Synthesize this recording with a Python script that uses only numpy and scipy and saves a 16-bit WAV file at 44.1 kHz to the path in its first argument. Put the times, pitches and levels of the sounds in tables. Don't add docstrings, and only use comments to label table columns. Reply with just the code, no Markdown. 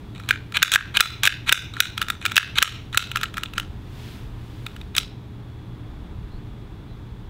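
import sys
import numpy as np
from scipy import signal
from scipy.fft import rfft, irfft, next_fast_len
from scipy.io import wavfile
from scipy.ndimage import uniform_filter1d

SR = 44100
rng = np.random.default_rng(int(sys.argv[2]) if len(sys.argv) > 2 else 0)


def transcribe(signal):
    frames = np.atleast_2d(signal).T
    limited = np.clip(frames, -1, 1)
    pcm = np.round(limited * 32767).astype(np.int16)
    wavfile.write(sys.argv[1], SR, pcm)


N = 321612
TIME = np.arange(N) / SR
CONTACT_SAMPLES = .005 * SR


def from_db(db):
    return 10 ** (np.asarray(db) / 20)


def unit_energy(x):
    return x / np.sqrt(np.sum(x ** 2) + 1e-20)


def at_hz(rows, hz):
    points_hz, *columns = np.transpose(rows)
    return [np.interp(np.log(hz), np.log(points_hz), column) for column in columns]


def add(out, start_s, sound):
    start = int(round(start_s * SR))
    out[start:start + len(sound)] += sound[:N - start]


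def butter(x, hz, kind, order=2):
    return signal.sosfilt(signal.butter(order, hz, kind, fs=SR, output="sos"), x)


def drift(rate_hz):
    knots = rng.standard_normal(16384)
    return np.interp(TIME * rate_hz, np.arange(len(knots)), knots)


def coloured_noise(spectrum):
    size = next_fast_len(N)
    level_db, = at_hz(spectrum, np.arange(size // 2 + 1) * SR / size + 1e-3)
    noise = irfft(rfft(rng.standard_normal(size)) * from_db(level_db), size)[:N]
    return noise / np.sqrt(np.mean(noise ** 2))


def traffic_and_wind():
    # frequency in Hz, relative density in dB.
    spectrum = [(12, -32), (20, 4), (38, 0.5), (123, -1), (146, -8), (193, -7.5), (262, -14), (293, -11.5),
                (558, -26.5), (923, -25), (1960, -34.5), (3160, -39.5), (3440, -33), (5230, -54),
                (16000, -63)]
    # time in seconds, gain in dB.
    swell = [(0, -36), (1.5, -37.5), (3, -36.5), (4.2, -35), (5.2, -37), (6, -35), (7.29, -37)]
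    air = butter(coloured_noise(spectrum), 29.88, "high")
    traffic = butter(air, 70, "high", order=3)
    gust_db = np.linspace(-5, 1.5, N) + 2 * drift(9.4)
    wind = butter(air, 62, "low", order=3) * from_db(gust_db)
    return (traffic + wind) * from_db(np.interp(TIME, *np.transpose(swell)))


def machine_hum(waver_db=2.5, wander_hz=2.246):
    # frequency in Hz, rms level in dB.
    partials = [(118.6, -45), (296, -57.5), (413, -61), (3365, -70.5)]
    out = np.zeros(N)
    for hz, db in partials:
        phase = 2 * np.pi * np.cumsum(hz + wander_hz * drift(8.2)) / SR
        out += np.sqrt(2) * np.sin(phase) * from_db(db + waver_db * drift(4))
    return out


def clothes(raised_db=-59.5, resting_db=-62.5, lowering_s=(3.7, 4.7)):
    # frequency in Hz, relative density in dB.
    spectrum = [(200, -5.5), (600, -4), (1500, 3.5), (3500, 4.5), (6000, -6), (10000, -11), (15000, -10.5)]
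    # centre in seconds, half length in seconds, level in dB.
    arm_moves = [(4.078, 0.17, -47.5), (4.603, 0.3, -55)]
    power = from_db(np.interp(TIME, lowering_s, [raised_db, resting_db])) ** 2
    for centre_s, half_s, db in arm_moves:
        swish = from_db(db) * np.exp(-((TIME - centre_s) / half_s) ** 2)
        power += swish ** 2
    return coloured_noise(spectrum) * np.sqrt(power)


def ring(force, modes, crack_db):
    out = 0
    for k, (hz, db, t60_s) in enumerate(modes):
        radius, angle = from_db(-60 / (t60_s * SR)), 2 * np.pi * hz / SR
        gain = from_db(db + 1.5 * rng.standard_normal()) * (-1) ** k
        poles = [1, -2 * radius * np.cos(angle), radius ** 2]
        out += gain * signal.lfilter([np.sin(angle), 0], poles, force)
    return unit_energy(out) + from_db(crack_db) * unit_energy(force)


def frame_ring(force, *extra_modes):
    # frequency in Hz, relative gain in dB, T60 in seconds.
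    modes = [(1308, 1, 0.0083), (1607, -3.5, 0.016), (1952, -12.5, 0.03)]
    sound = ring(force, [*modes, *extra_modes], crack_db=2)
    sound = butter(sound, 1198, "high", order=3)
    return unit_energy(butter(sound, 1500, "low"))


def slide_ring(force, *extra_modes):
    # frequency in Hz, relative gain in dB, T60 in seconds.
    modes = [(2100, 6, 0.0027), (2495, 2, 0.016), (2916, -5.5, 0.01035), (3410, -6.5, 0.022),
             (3578, -6.5, 0.025), (3890, 5.5, 0.0068)]
    sound = ring(force, [*modes, *extra_modes], crack_db=-6.5)
    return unit_energy(butter(sound, [1850, 4500], "band", order=3))


def steel_ring(force):
    # frequency in Hz, relative gain in dB, T60 in seconds.
    modes = [(5770, 1.5, 0.0035), (6270, 1, 0.013), (7750, -2, 0.00509), (9580, -8, 0.014),
             (15630, 16, 0.00057)]
    sound = butter(ring(force, modes, crack_db=5), 4400, "high", order=3)
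    return unit_energy(butter(sound, 8500, "low", order=1))


def scrape(out, start_s, end_s, start_db, end_db, rasp_db, grit_hz=600):
    t = np.arange(8192) / SR
    length_s = end_s - start_s
    gate = (t < length_s) * (1 - np.exp(-t / .0016))
    pressure = gate * from_db(np.interp(t, [0, length_s], [start_db, end_db]))
    grit_depth_db = np.interp(end_db, [-40, -26], [9, 3])
    grit = np.interp(t * grit_hz, np.arange(256), np.minimum(rng.standard_normal(256), 1.8))
    force = rng.standard_normal(len(t)) * from_db(grit_depth_db * grit) * pressure
    frame = from_db(-4.5) * frame_ring(force)
    slide = from_db(.5) * slide_ring(force)
    steel = from_db(rasp_db - 12) * butter(steel_ring(force), 9500, "low")
    add(out, start_s, (frame + slide + steel) * np.sqrt(np.sum(pressure ** 2)))


def fumbles(fade_db=6):
    # start in seconds, end in seconds, initial level in dB.
    shifts = [(0.146, 0.294, -47.5), (1.734, 1.8, -40.5), (1.967, 2.028, -42), (2.208, 2.35, -39.5),
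              (2.926, 2.958, -35.5), (3.138, 3.249, -47), (3.341, 3.463, -49.5), (3.55, 3.588, -44)]
    out = np.zeros(N)
    for start_s, end_s, db in shifts:
        scrape(out, start_s, end_s, db, db - fade_db, rasp_db=3.5)
    return out


def graze(out, end_s, db, rise_s=.00445):
    t = np.arange(1024) / SR
    force = rng.standard_normal(len(t)) * np.exp((t - t[-1]) / rise_s)
    sound = unit_energy(frame_ring(force) + slide_ring(force))
    add(out, end_s - t[-1], from_db(db) * sound * np.sqrt(CONTACT_SAMPLES))


def chatter(t, rise_s, decay_s):
    envelope = (1 - np.exp(-t / rise_s)) * np.exp(-t / decay_s)
    force = rng.standard_normal(len(t))
    for _ in range(3):
        spectrum = rfft(force * envelope)
        force = irfft(spectrum / (np.abs(spectrum) + 1e-12), len(t))
    return force * np.sqrt(envelope)


def snap(out, at_s, frame_db, slide_db, steel_db, frame_hz, slide_hz):
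    graze(out, at_s, min(max(frame_db, slide_db) - 13, -32))
    t = np.arange(2048) / SR
    push = chatter(t, rise_s=.00021, decay_s=.0019)
    rattle = unit_energy(rng.standard_normal(len(t)) * np.exp(-t / .0042))
    tick = unit_energy(chatter(t, rise_s=.0002, decay_s=.0035))
    frame = from_db(frame_db + 1.84) * frame_ring(push, (frame_hz, 7, .015))
    slide = from_db(slide_db + 3.7) * slide_ring(push, (slide_hz, 6, .011))
    steel = from_db(steel_db - .5) * steel_ring(tick + from_db(-2) * rattle)
    thud_boost_db = np.interp(slide_db, [-8, 0], [0, 3])
    thud_db = (frame_db + slide_db) / 2 - 18 + thud_boost_db
    thud = from_db(thud_db) * unit_energy(butter(push, [450, 1100], "band"))
    add(out, at_s, (frame + slide + steel + thud) * np.sqrt(CONTACT_SAMPLES))


def clicks():
    # time in seconds, frame level in dB, slide level in dB.
    contacts = [(0.1987, -39, -52), (0.522, -38.5, -42), (1.767, -29.5, -58), (1.9775, -27.5, -27),
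                (2.0157, -19.5, -25), (2.025, -28.5, -29), (2.084, -29, -33.5), (2.1007, -20.5, -24),
                (2.2526, -20.5, -24), (2.2606, -22, -21), (2.3177, -27.5, -31.5), (2.3658, -17.5, -5),
                (2.9454, -22, -40), (3.115, -33, -30.5), (3.1583, -18.5, -30), (3.17, -26, -27),
                (3.2123, -31, -35), (3.232, -22, -26.5), (3.238, -25, -36), (3.2553, -69, -34.5),
                (3.3405, -37.5, -39.5), (3.37, -28.5, -35), (3.3797, -24, -37), (3.434, -28.5, -27.5),
                (3.4577, -63, -35.5), (3.5353, -40.5, -38.5), (3.5797, -20.5, -26.5), (3.5979, -30, -28.5),
                (4.6642, -36, -32), (4.7633, -42.5, -45.5), (4.8128, -52, -41.5), (4.95, -39.5, -30)]
    out = np.zeros(N)
    for at_s, frame_db, slide_db in contacts:
        frame_hz = 1353 * (1 + .02 * rng.standard_normal())
        slide_hz = rng.uniform(2350, 3776)
        steel_db = (frame_db + slide_db) / 2 - 5
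        snap(out, at_s, frame_db, slide_db, steel_db, frame_hz, slide_hz)
    return out


def slide_returns(fade_db=6.5):
    # shut time in seconds, frame and slide levels in dB, frame and slide
    # rings in Hz, run length in seconds, run level in dB, extra crack in dB.
    strokes = [(0.3077, -9.5, -17, 1570, 2332, .019, -21.5, -3),
               (0.758, 1, -11.5, 1626, 2540, .0405, -15, 0.5),
               (1.2735, -4, -7.5, 1645, 2570, 0.04, -14.5, -1.5),
               (2.3782, -0.5, -6.5, 1677, 2620, .0207, -24, 2),
               (4.9807, -25, -15, 1353, 2515, .0156, -22, 3.5)]
    # delay in seconds, level in dB re the run.
    bumps = [(0, -4), (.0195, -3), (.03, -8)]
    out = np.zeros(N)
    for shut_s, frame_db, slide_db, frame_hz, slide_hz, run_s, run_db, crack_db in strokes:
        start_s, rub_db = shut_s - run_s, run_db - 6.5
        scrape(out, start_s, shut_s, rub_db, rub_db - fade_db, rasp_db=9 + crack_db)
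        for delay_s, bump_db in bumps:
            if delay_s < run_s:
                db = run_db + bump_db
                snap(out, start_s + delay_s, db - 3.5, db, db + crack_db, frame_hz=1600, slide_hz=3310)
        snap(out, shut_s, frame_db, slide_db, slide_db - 6 + crack_db, frame_hz, slide_hz)
    return out


def slide_pulls(rub_s=.031, overrun_s=.0047, touch_lead_s=.0072):
    # stop time in seconds, stop level in dB, frame and slide rings in Hz,
    # catch lead in seconds, catch level in dB.
    strokes = [(0.6279, -1.5, 1576, 3770, .0587, -18), (1.006, -0.5, 1350, 4000, 0.036, -12),
               (1.5244, -2, 1546, 3755, .0321, -16.5), (2.6258, -1.5, 1304, 3060, .0419, -14.5)]
    out = np.zeros(N)
    for stop_s, stop_db, frame_hz, slide_hz, lead_s, catch_db in strokes:
        catch_s, touch_s = stop_s - lead_s, stop_s - touch_lead_s
        scrape(out, catch_s - rub_s, catch_s + overrun_s, start_db=-34, end_db=-19, rasp_db=.5)
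        snap(out, catch_s, catch_db - 5, catch_db, catch_db - 8.5, frame_hz=1623.5, slide_hz=3103.5)
        snap(out, touch_s, frame_db=-20, slide_db=-26, steel_db=-41, frame_hz=1552.5, slide_hz=2751)
        snap(out, stop_s, stop_db + .48, stop_db, stop_db - 2, frame_hz, slide_hz)
    return out


def misfires():
    # time in seconds, level in dB, frame and slide rings in Hz.
    blows = [(1.8033, -6.5, 1488, 3420), (2.9741, -6, 1395, 2640)]
    out = np.zeros(N)
    for at_s, db, frame_hz, slide_hz in blows:
        snap(out, at_s, db - .71, db, db - 2.5, frame_hz, slide_hz)
    return out


def birds(blur_hz=150):
    # start and length in seconds, start and end pitch in Hz, peak level in dB.
    calls = [(2.11, 0.12, 6230, 5900, -62), (6.29, 0.11, 3950, 4450, -59), (6.87, 0.091, 4100, 3900, -58.5)]
    out = np.zeros(N)
    for start_s, length_s, start_hz, end_hz, db in calls:
        progress = np.clip((TIME - start_s) / length_s, 0, 1)
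        hz = start_hz + (end_hz - start_hz) * progress + blur_hz * drift(1200)
        out += from_db(db) * np.sin(np.pi * progress) * np.sin(2 * np.pi * np.cumsum(hz) / SR)
    return out


def yard(x, tail_db=-22.5, smear_s=.0055, echo_top_hz=5000):
    # delay in seconds, gain in dB.
    walls = [(0.0178, -20), (.028, -22), (.049, -22), (.0655, -31.5), (.096, -36)]
    # frequency in Hz, relative level in dB, T60 in seconds.
    scatter = [(486.6, -20.5, 0.57), (1396, -6, 0.41), (3600, -0.5, 0.48), (7740, 6.5, 0.19),
               (15350, -7.5, 0.32)]
    t = np.arange(SR * 3 // 4) / SR
    echoes, tail = np.zeros((2, len(t)))
    for delay_s, db in walls:
        echo = unit_energy(chatter(t[:1024], rise_s=.00016, decay_s=smear_s))
        add(echoes, delay_s, from_db(db) * echo)
    edges_hz = np.geomspace(350, 19000, 8)
    for low_hz, high_hz in zip(edges_hz, edges_hz[1:]):
        db, t60_s = at_hz(scatter, np.sqrt(low_hz * high_hz))
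        noise = butter(rng.standard_normal(len(t)), [low_hz, high_hz], "band")
        tail += noise * from_db(db - 60 * t / t60_s)
    build_up = np.interp(t, [0, .016, .02], [.2, .3, 1])
    lumps = from_db(1.5 * drift(220)[:len(t)])
    tail = from_db(tail_db) * unit_energy(tail * build_up * lumps)
    response = butter(echoes, echo_top_hz, "low", order=1) + tail
    return signal.oaconvolve(x, response)[:N]


def limiter(x, threshold_db=-5.5, release_db_per_s=115):
    power = np.maximum(uniform_filter1d(x ** 2, size=44), 1e-12)
    over_db = np.maximum(10 * np.log10(power) - threshold_db, 0)
    release_db = release_db_per_s * TIME
    held_db = np.maximum.accumulate(over_db + release_db) - release_db
    return x * from_db(-uniform_filter1d(held_db, size=22))


def scene():
    background = traffic_and_wind() + machine_hum() + clothes()
    pistol = fumbles() + clicks() + slide_returns() + slide_pulls() + misfires()
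    return (background + pistol + birds() + yard(pistol))[None, :]


def record(dry, cutoff_hz=15650):
    limited = limiter(dry[0])
    rounded = limited / (1 + limited ** 6) ** (1 / 6)
    low_pass = signal.ellip(10, .1, 80, cutoff_hz, fs=SR, output="sos")
    return signal.sosfilt(low_pass, rounded)[None, :]


dry = scene()
out = record(dry)
transcribe(out)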